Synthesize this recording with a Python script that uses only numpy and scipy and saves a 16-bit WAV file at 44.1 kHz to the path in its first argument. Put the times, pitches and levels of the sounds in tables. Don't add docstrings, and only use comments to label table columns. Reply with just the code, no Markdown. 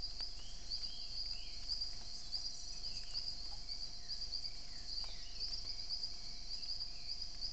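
import sys
import numpy as np
from scipy import signal
from scipy.fft import rfft, irfft
from scipy.io import wavfile
from scipy.ndimage import uniform_filter1d

SR = 44100
rng = np.random.default_rng(int(sys.argv[2]) if len(sys.argv) > 2 else 0)


def persist_wave(psi):
    counts = np.round(np.clip(psi, -1, 1) * 32767).astype(np.int16)
    wavfile.write(sys.argv[1], SR, np.atleast_2d(counts).T)


N = 331632
TIME = np.arange(N) / SR


def undb(db):
    return 10 ** (np.asarray(db) / 20)


def unit(x):
    return x / np.sqrt(np.mean(x ** 2) + 1e-30)


def curve(rows):
    return np.interp(TIME, *np.transpose(rows))


def add(out, start, sound):
    i = int(start * SR)
    part = sound[max(-i, 0):max(N - i, 0)]
    first = max(i, 0)
    out[first:first + len(part)] += part


def sine(hz):
    cycles = np.cumsum(hz) / SR + rng.random()
    return np.sqrt(2) * np.sin(2 * np.pi * cycles)


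def walk(rate):
    size = int(SR / rate)
    steps = np.repeat(rng.standard_normal(N // size + 1), size)
    smooth = uniform_filter1d(uniform_filter1d(steps, size), size)
    return unit(smooth)[:N]


def noise(colour):
    hz, db = np.transpose(colour)
    bins = np.maximum(np.fft.rfftfreq(N, 1 / SR), 1)
    gain = undb(np.interp(np.log(bins), np.log(hz), db))
    return unit(irfft(rfft(rng.standard_normal(N)) * gain, N))


def resonate(x, hz, q):
    b, a = signal.iirpeak(min(hz, SR / 2 - 1), max(q, 1), fs=SR)
    return signal.lfilter(b, a, x)


def scatter(x, t60, gap=0.0018):
    t = np.arange(SR) / SR
    fade = np.exp(-np.log(1000) * t / t60)
    tail = rng.standard_normal(SR) * fade * np.clip(t / gap - 1, 0, 1)
    return signal.fftconvolve(x, tail / np.linalg.norm(tail))[:N]


def chirp(hz, swell, jitter, fade_share=0.53, longest_fade_s=.022, overshoot_hz=200, start_db=-7.5):
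    pulse_hz, pulse_depth, attack_s = 88, .62, .002
    rest_hz, climb_s = 3978, .066
    fade = min(fade_share * swell, longest_fade_s)
    t = np.arange(-swell, 3 * fade, 1 / SR)
    before, after = np.minimum(t, 0), np.maximum(t, 0)
    pitch = hz + (hz - rest_hz) * before / climb_s + overshoot_hz * np.tanh(after / longest_fade_s)
    attack = np.minimum((t + swell) / attack_s, 1)
    shape = attack * undb(-start_db * before / swell) * np.exp(-(after / fade) ** 1.8)
    half_turns = pulse_hz * rng.uniform(.85, 1.15) * t + rng.uniform(-.25, .25)
    pulses = 1 - pulse_depth * np.sin(np.pi * half_turns) ** 4
    return sine(pitch + jitter[:len(t)]) * shape * pulses


def chirps(gain_db=.6, direct_slope=0.29, forest_db=-5, trunk_db=-10, trunk_s=.034):
    # loudest moment of the first note in seconds,
    # level in dB before the shared gain, pitch when loudest in Hz, number of notes.
    calls = [(-.064, -39, 4853, 2), (0.104, -55.5, 4280, 1), (.222, -39.5, 4836, 1), (.715, -49, 4400, 1),
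             (0.741, -38.5, 4775, 2), (1.013, -45.5, 4790, 1), (1.165, -42, 4790, 2), (1.205, -40, 4805, 2),
             (1.512, -48.5, 4790, 1), (1.58, -51, 4390, 1), (1.72, -36, 4845, 2), (2.08, -56.5, 4300, 1),
             (2.142, -47.5, 4780, 1), (2.355, -38, 4852, 2), (2.695, -46, 4810, 1), (2.866, -40.5, 4856, 2),
             (3.175, -38, 4845, 2), (3.426, -46.5, 4640, 1), (3.524, -47, 4840, 1), (3.72, -40, 4730, 2),
             (4.123, -40, 4814, 2), (4.352, -38.5, 4710, 2), (4.765, -46.5, 4720, 1),
             (4.917, -41.5, 4830, 2), (4.94, -48, 4400, 1), (4.984, -40, 4700, 1), (5.365, -53.5, 4350, 1),
             (5.433, -38, 4833, 2), (5.692, -41.5, 4860, 2), (5.849, -53.5, 4390, 1), (5.932, -38, 4877, 2),
             (6.29, -46.5, 4570, 1), (6.531, -41, 4834, 2), (6.713, -38.5, 4814, 2),
             (7.051, -48.5, 4570, 1), (7.114, -40, 4853, 2), (7.447, -38.5, 4866, 1)]
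    near_db = -39
    swell_s, smear_s_per_db = 0.035, .0017
    pair_gap_s, second_swell_s, second_note_db = .105, .019, 0.54
    jitter_hz = 50
    near, far, jitter = np.zeros(N), np.zeros(N), jitter_hz * walk(500)
    for first_peak, db, hz, notes in calls:
        weaker_db = max(near_db - db, 0)
        direct = undb(-direct_slope * weaker_db)
        scattered = np.sqrt(max(1 - direct ** 2, 0))
        first = (first_peak, swell_s + smear_s_per_db * weaker_db, db)
        second = (first_peak + pair_gap_s, second_swell_s, db + second_note_db)
        for peak, swell, note_db in [first, second][:round(notes)]:
            note = chirp(hz, swell, np.roll(jitter, -int(peak * SR))) * undb(note_db + gain_db)
            add(near, peak - swell, note * direct)
            add(far, peak - swell - .008, note * scattered)
    leaves = undb(-7) * scatter(near, t60=.06) + scatter(far, t60=.07)
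    trunk = np.zeros(N)
    add(trunk, trunk_s, undb(trunk_db) * scatter(near, t60=.04))
    return near + leaves + trunk + undb(forest_db) * scatter(near + far, t60=0.62)


def slurs(length=.065, first_hz=4130, fall_hz=190, overtone_db=-26):
    # start in seconds, level in dB, number of notes.
    runs = [(.729, -59, 4), (2.239, -59, 5), (3.839, -58.5, 4), (4.9, -60, 4), (6.333, -59.5, 4)]
    period = .088
    out, u = np.zeros(N), np.linspace(0, 1, int(length * SR))
    for start, db, notes in runs:
        for k in range(round(notes)):
            hz = first_hz + 15 * rng.standard_normal() - fall_hz * u ** 2
            tone = sine(hz) + undb(overtone_db) * sine(2 * hz)
            add(out, start + k * period, undb(db) * np.sin(np.pi * u) * tone)
    return out + undb(-9) * scatter(out, t60=.3)


def near_cricket(length=.026, sag_hz=90):
    # middle of the first stroke in seconds, number of strokes,
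    # first pitch in Hz, last pitch in Hz, first level in dB, last level in dB.
    phrases = [(2.417, 9, 5755, 5900, -51.5, -52.5), (5.234, 1, 5180, 5290, -50.5, -52),
               (5.36, 6, 5190, 5490, -52, -46.5)]
    period = .0448
    out, u = np.zeros(N), np.linspace(0, 1, int(length * SR))
    for start, count, first_hz, last_hz, first_db, last_db in phrases:
        strokes = np.linspace((first_hz, first_db), (last_hz, last_db), round(count))
        for k, (hz, db) in enumerate(strokes):
            tone = sine(hz - sag_hz * (u - .5))
            add(out, start + k * period - length / 2, undb(db) * np.sin(np.pi * u) * tone)
    return out + undb(-14.0) * scatter(out, t60=0.5)


def far_cricket(pitch_hz=5750, sag_hz=140, wander_hz=45, rasp_db=-4):
    # start in seconds, end in seconds.
    bout_times = [(.42, 0.88), (1.54, 2.24), (3.72, 4.45), (4.85, 6.72), (7.1, 8.3)]
    trill_db, fade_s = -69.5, .06
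    stroke_hz = 33.5
    stroke = np.cumsum(stroke_hz * (1 + 0.017 * walk(4.2))) / SR % 1
    pitch = pitch_hz + wander_hz * walk(50) - sag_hz * (stroke - .5)
    song = unit(sine(pitch) * np.sin(np.pi * stroke) ** 2)
    rasp = unit(resonate(resonate(rng.standard_normal(N), 5900, 15), 5900, 15))
    bouts = np.zeros(N)
    for start, end in bout_times:
        bouts += np.clip(.5 + np.minimum(TIME - start, end - TIME) / fade_s, 0, 1)
    mix = undb(2.5) * song + undb(-9) * scatter(song, t60=0.58) + undb(rasp_db) * rasp
    return mix * bouts * undb(trill_db)


def chorus(db=-53.0, spread_db=4, length=0.07, first_hz=4150, last_hz=5100, count=170):
    # time in seconds, level in dB.
    loudness = [(0.0, -50.5), (0.71, -55.5), (0.88, -50), (5.34, -52), (5.55, -50), (7.52, -52)]
    # frequency in Hz, level in dB.
    colour = [(3600, -52.5), (3950, -13), (4200, -2.5), (4500, 2), (4850, 4), (5080, 4.5), (5350, -24.5),
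              (5900, -37)]
    calls, u = np.zeros(N), np.linspace(0, 1, int(length * SR))
    places = (np.arange(count) + rng.random(count)) / count
    for place, (size, detune) in zip(places, rng.uniform(-0.967, 1, (count, 2))):
        hz = (first_hz + (last_hz - first_hz) * u) * (1 + 0.0363 * detune)
        call = undb(spread_db * size) * np.sin(np.pi * u) * sine(hz)
        add(calls, place * N / SR - length / 2, call)
    blend = undb(-4) * unit(calls + .6 * scatter(calls, t60=.4)) + undb(-3) * noise(colour)
    return undb(db) * blend * unit(undb(curve(loudness)))


def low_drone(db=-79, hz=3220, q=12):
    band = unit(resonate(resonate(rng.standard_normal(N), hz, q), hz, q))
    return undb(db + 2 * walk(7)) * band


def birds(clear_db=-12, foliage_db=-4, haze_db=-1.0, rise_swell_db=7):
    # start in seconds, length in seconds,
    # middle pitch in Hz, level in dB before the mix of clear and blurred sound.
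    rising = [(.345, 0.18, 3030, -61.5), (0.823, 0.16, 3130, -59.5), (1.308, .16, 2940, -60),
              (2.706, 0.051, 2570, -68), (2.989, 0.07, 2674, -70.5), (4.976, 0.092, 2950, -67),
              (5.208, 0.098, 2870, -63), (6.859, 0.057, 2455, -67)]
    falling = [(.28, 0.052, 3320, -65), (0.742, .04, 3270, -65.5), (2.203, .05, 3470, -63),
               (0.931, .16, 2880, -67.5), (1.367, 0.16, 2390, -64), (2.811, .2, 2763, -65),
               (3.039, .12, 2894, -64), (3.959, 0.18, 1802, -70), (4.635, 0.21, 1900, -67.5),
               (5.045, 0.077, 3680, -58), (5.037, .22, 2025, -67.5), (5.323, .083, 2590, -68),
               (6.551, 0.075, 2790, -68), (6.917, 0.17, 2443, -66.5)]
    # start in seconds, length in seconds, level in dB before that mix.
    held = [(3.585, 0.17, -69.5), (4.38, 0.18, -69), (5.01, 0.14, -68), (5.53, 0.38, -71),
            (6.088, 0.36, -71)]
    rise_oct_per_s, fall_oct_per_s, held_hz = 1.9, 2.2, 2282
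    glide_ease = .45
    waver, blur = .016, .03
    clear, hazy = np.zeros(N), np.zeros(N)
    voices = ((clear, 1 + waver * walk(70)), (hazy, 1 + blur * walk(300)))
    notes = [(*row, rise_oct_per_s) for row in rising]
    notes += [(*row, -fall_oct_per_s) for row in falling]
    notes += [(start, length, held_hz, db, 0) for start, length, db in held]
    for start, length, middle_hz, db, glide in notes:
        u = np.linspace(-.5, .5, int(length * SR))
        hz = middle_hz * 2 ** (glide * length * (u - glide_ease * u ** 2))
        level = undb(db + rise_swell_db * u * (glide > 0))
        shape = level * np.sqrt(np.abs(np.cos(np.pi * u)))
        for out, wobble in voices:
            note_wobble = np.roll(wobble, -int(start * SR))[:len(u)]
            add(out, start, shape * sine(hz * note_wobble))
    foliage = undb(foliage_db) * scatter(clear, t60=0.091)
    return undb(clear_db) * clear + foliage + undb(haze_db) * scatter(hazy, t60=.9)


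def peccary(body_q=0.34, snap_hz=4500, attack_s=0.00068, crack_db=1):
    # start in seconds, level in dB before the shared crack gain,
    # ringing pitch in Hz, decay time in seconds.
    cracks = [(.205, -42, 1060, 0.0019), (0.391, -53, 780, 0.0067), (1.258, -57, 2380, 0.0048),
              (1.726, -60, 1370, 0.0083), (1.93, -58.5, 2020, 0.01), (2.011, -55, 805, 0.0079),
              (2.354, -59.5, 1510, 0.004), (2.368, -62, 815, 0.017), (3.035, -47.5, 1750, 0.0015),
              (3.107, -51, 6840, .004), (3.137, -52.5, 696, 0.0041), (3.456, -57.5, 840, .0077),
              (3.512, -57.5, 822, 0.033), (4.55, -55, 2140, 0.0027), (5.041, -46.5, 1150, 0.0037),
              (5.087, -59.5, 594, 0.015), (5.378, -65.5, 430, 0.064), (5.483, -56.5, 1460, 0.004),
              (5.646, -54.5, 232, 0.015), (5.908, -60, 1100, 0.005), (6.656, -57, 2600, .005),
              (6.81, -61.5, 1090, 0.011), (7.346, -56, 2200, 0.0046)]
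    # start in seconds, length in seconds, level in dB, centre in Hz.
    brushes = [(2.165, 0.053, -57.5, 6330), (2.93, 0.072, -57.5, 6360)]
    base_snap_db, snap_db_per_oct = -8.5, 2
    out, t = np.zeros(N), np.arange(SR // 5) / SR
    for start, db, hz, decay in cracks:
        body, snap = rng.standard_normal((2, len(t)))
        snap_db = base_snap_db + snap_db_per_oct * np.log2(hz / 1000)
        ring = unit(resonate(body, hz, body_q * decay * hz))
        burst = ring + undb(snap_db) * unit(resonate(snap, snap_hz, 1))
        shape = np.minimum(t / attack_s, 1) * np.exp(-t / decay)
        add(out, start, undb(db + crack_db) * burst * shape)
    for start, length, db, hz in brushes:
        rub = unit(resonate(rng.standard_normal(len(t)), hz, 22))
        add(out, start, undb(db) * rub * np.sin(np.pi * np.minimum(t / length, 1)))
    return out + undb(-12.5) * scatter(out, t60=0.13)


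def litter(per_second=14, db=-68, spread_db=4, decay=0.0052):
    sizes = undb(spread_db * np.minimum(rng.exponential(size=N), 3))
    ticks = (rng.random(N) < per_second / SR) * sizes
    envelope = signal.lfilter([1], [1, -np.exp(-1 / (decay * SR))], ticks)
    return undb(db) * envelope * noise([(300, -17), (1000, 4.5), (3500, 6.5), (7000, 4), (9000, -17.5)])


def air(db=-57, leaves_db=-71, patchy_db=2.5, flicker_db=3.0):
    # frequency in Hz, level in dB.
    colour = [(20, 0.5), (60, -4), (120, -10.5), (250, -16.5), (500, -22.5), (800, -24), (1400, -28.5),
              (2600, -27), (3200, -29.5), (3700, -29.5), (5300, -16), (6100, -21), (7200, -27),
              (8000, -43.5), (8800, -46.5)]
    # time in seconds, level in dB.
    rustle_level = [(0.0, -72), (0.5, -69), (0.96, -69), (1.4, -72.5), (2.07, -64.5), (3.81, -71.5),
                    (6.95, -72), (7.52, -71.5)]
    flicker = undb(leaves_db + patchy_db * walk(14) + flicker_db * walk(110))
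    patches = unit(undb(curve(rustle_level))) * flicker
    hiss = undb(db + 0.91 * walk(14)) * noise(colour)
    return hiss + patches * unit(resonate(noise(colour), 7760, 11))


def camera(unsteady=.3):
    # multiple of the frame rate, level in dB.
    flutter = [(1, -54), (2, -66.5), (3, -80.5), (4, -83.5), (5, -82.5), (27, -101.5), (28, -83.5),
               (29, -74.5), (30, -88), (31, -95)]
    frame_hz = 24.31
    turn = 2 * np.pi * frame_hz * TIME
    sway = 1 + unsteady * walk(8.4)
    out = np.zeros(N)
    for multiple, db in flutter:
        tone = np.sqrt(2) * undb(db) * np.cos(round(multiple) * turn)
        out += tone * (sway if multiple < 10 else 1)
    return out


def scene():
    insects = chirps() + slurs() + near_cricket() + far_cricket() + chorus() + low_drone()
    return (insects + birds() + peccary() + litter() + air() + camera())[None]


def record(dry):
    top_hz, offset = 8500, .0056
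    steep_cut = signal.ellip(8, .2, 70, top_hz, fs=SR, output="sos")
    return signal.sosfilt(steep_cut, dry) + offset


dry = scene()
out = record(dry)
persist_wave(out)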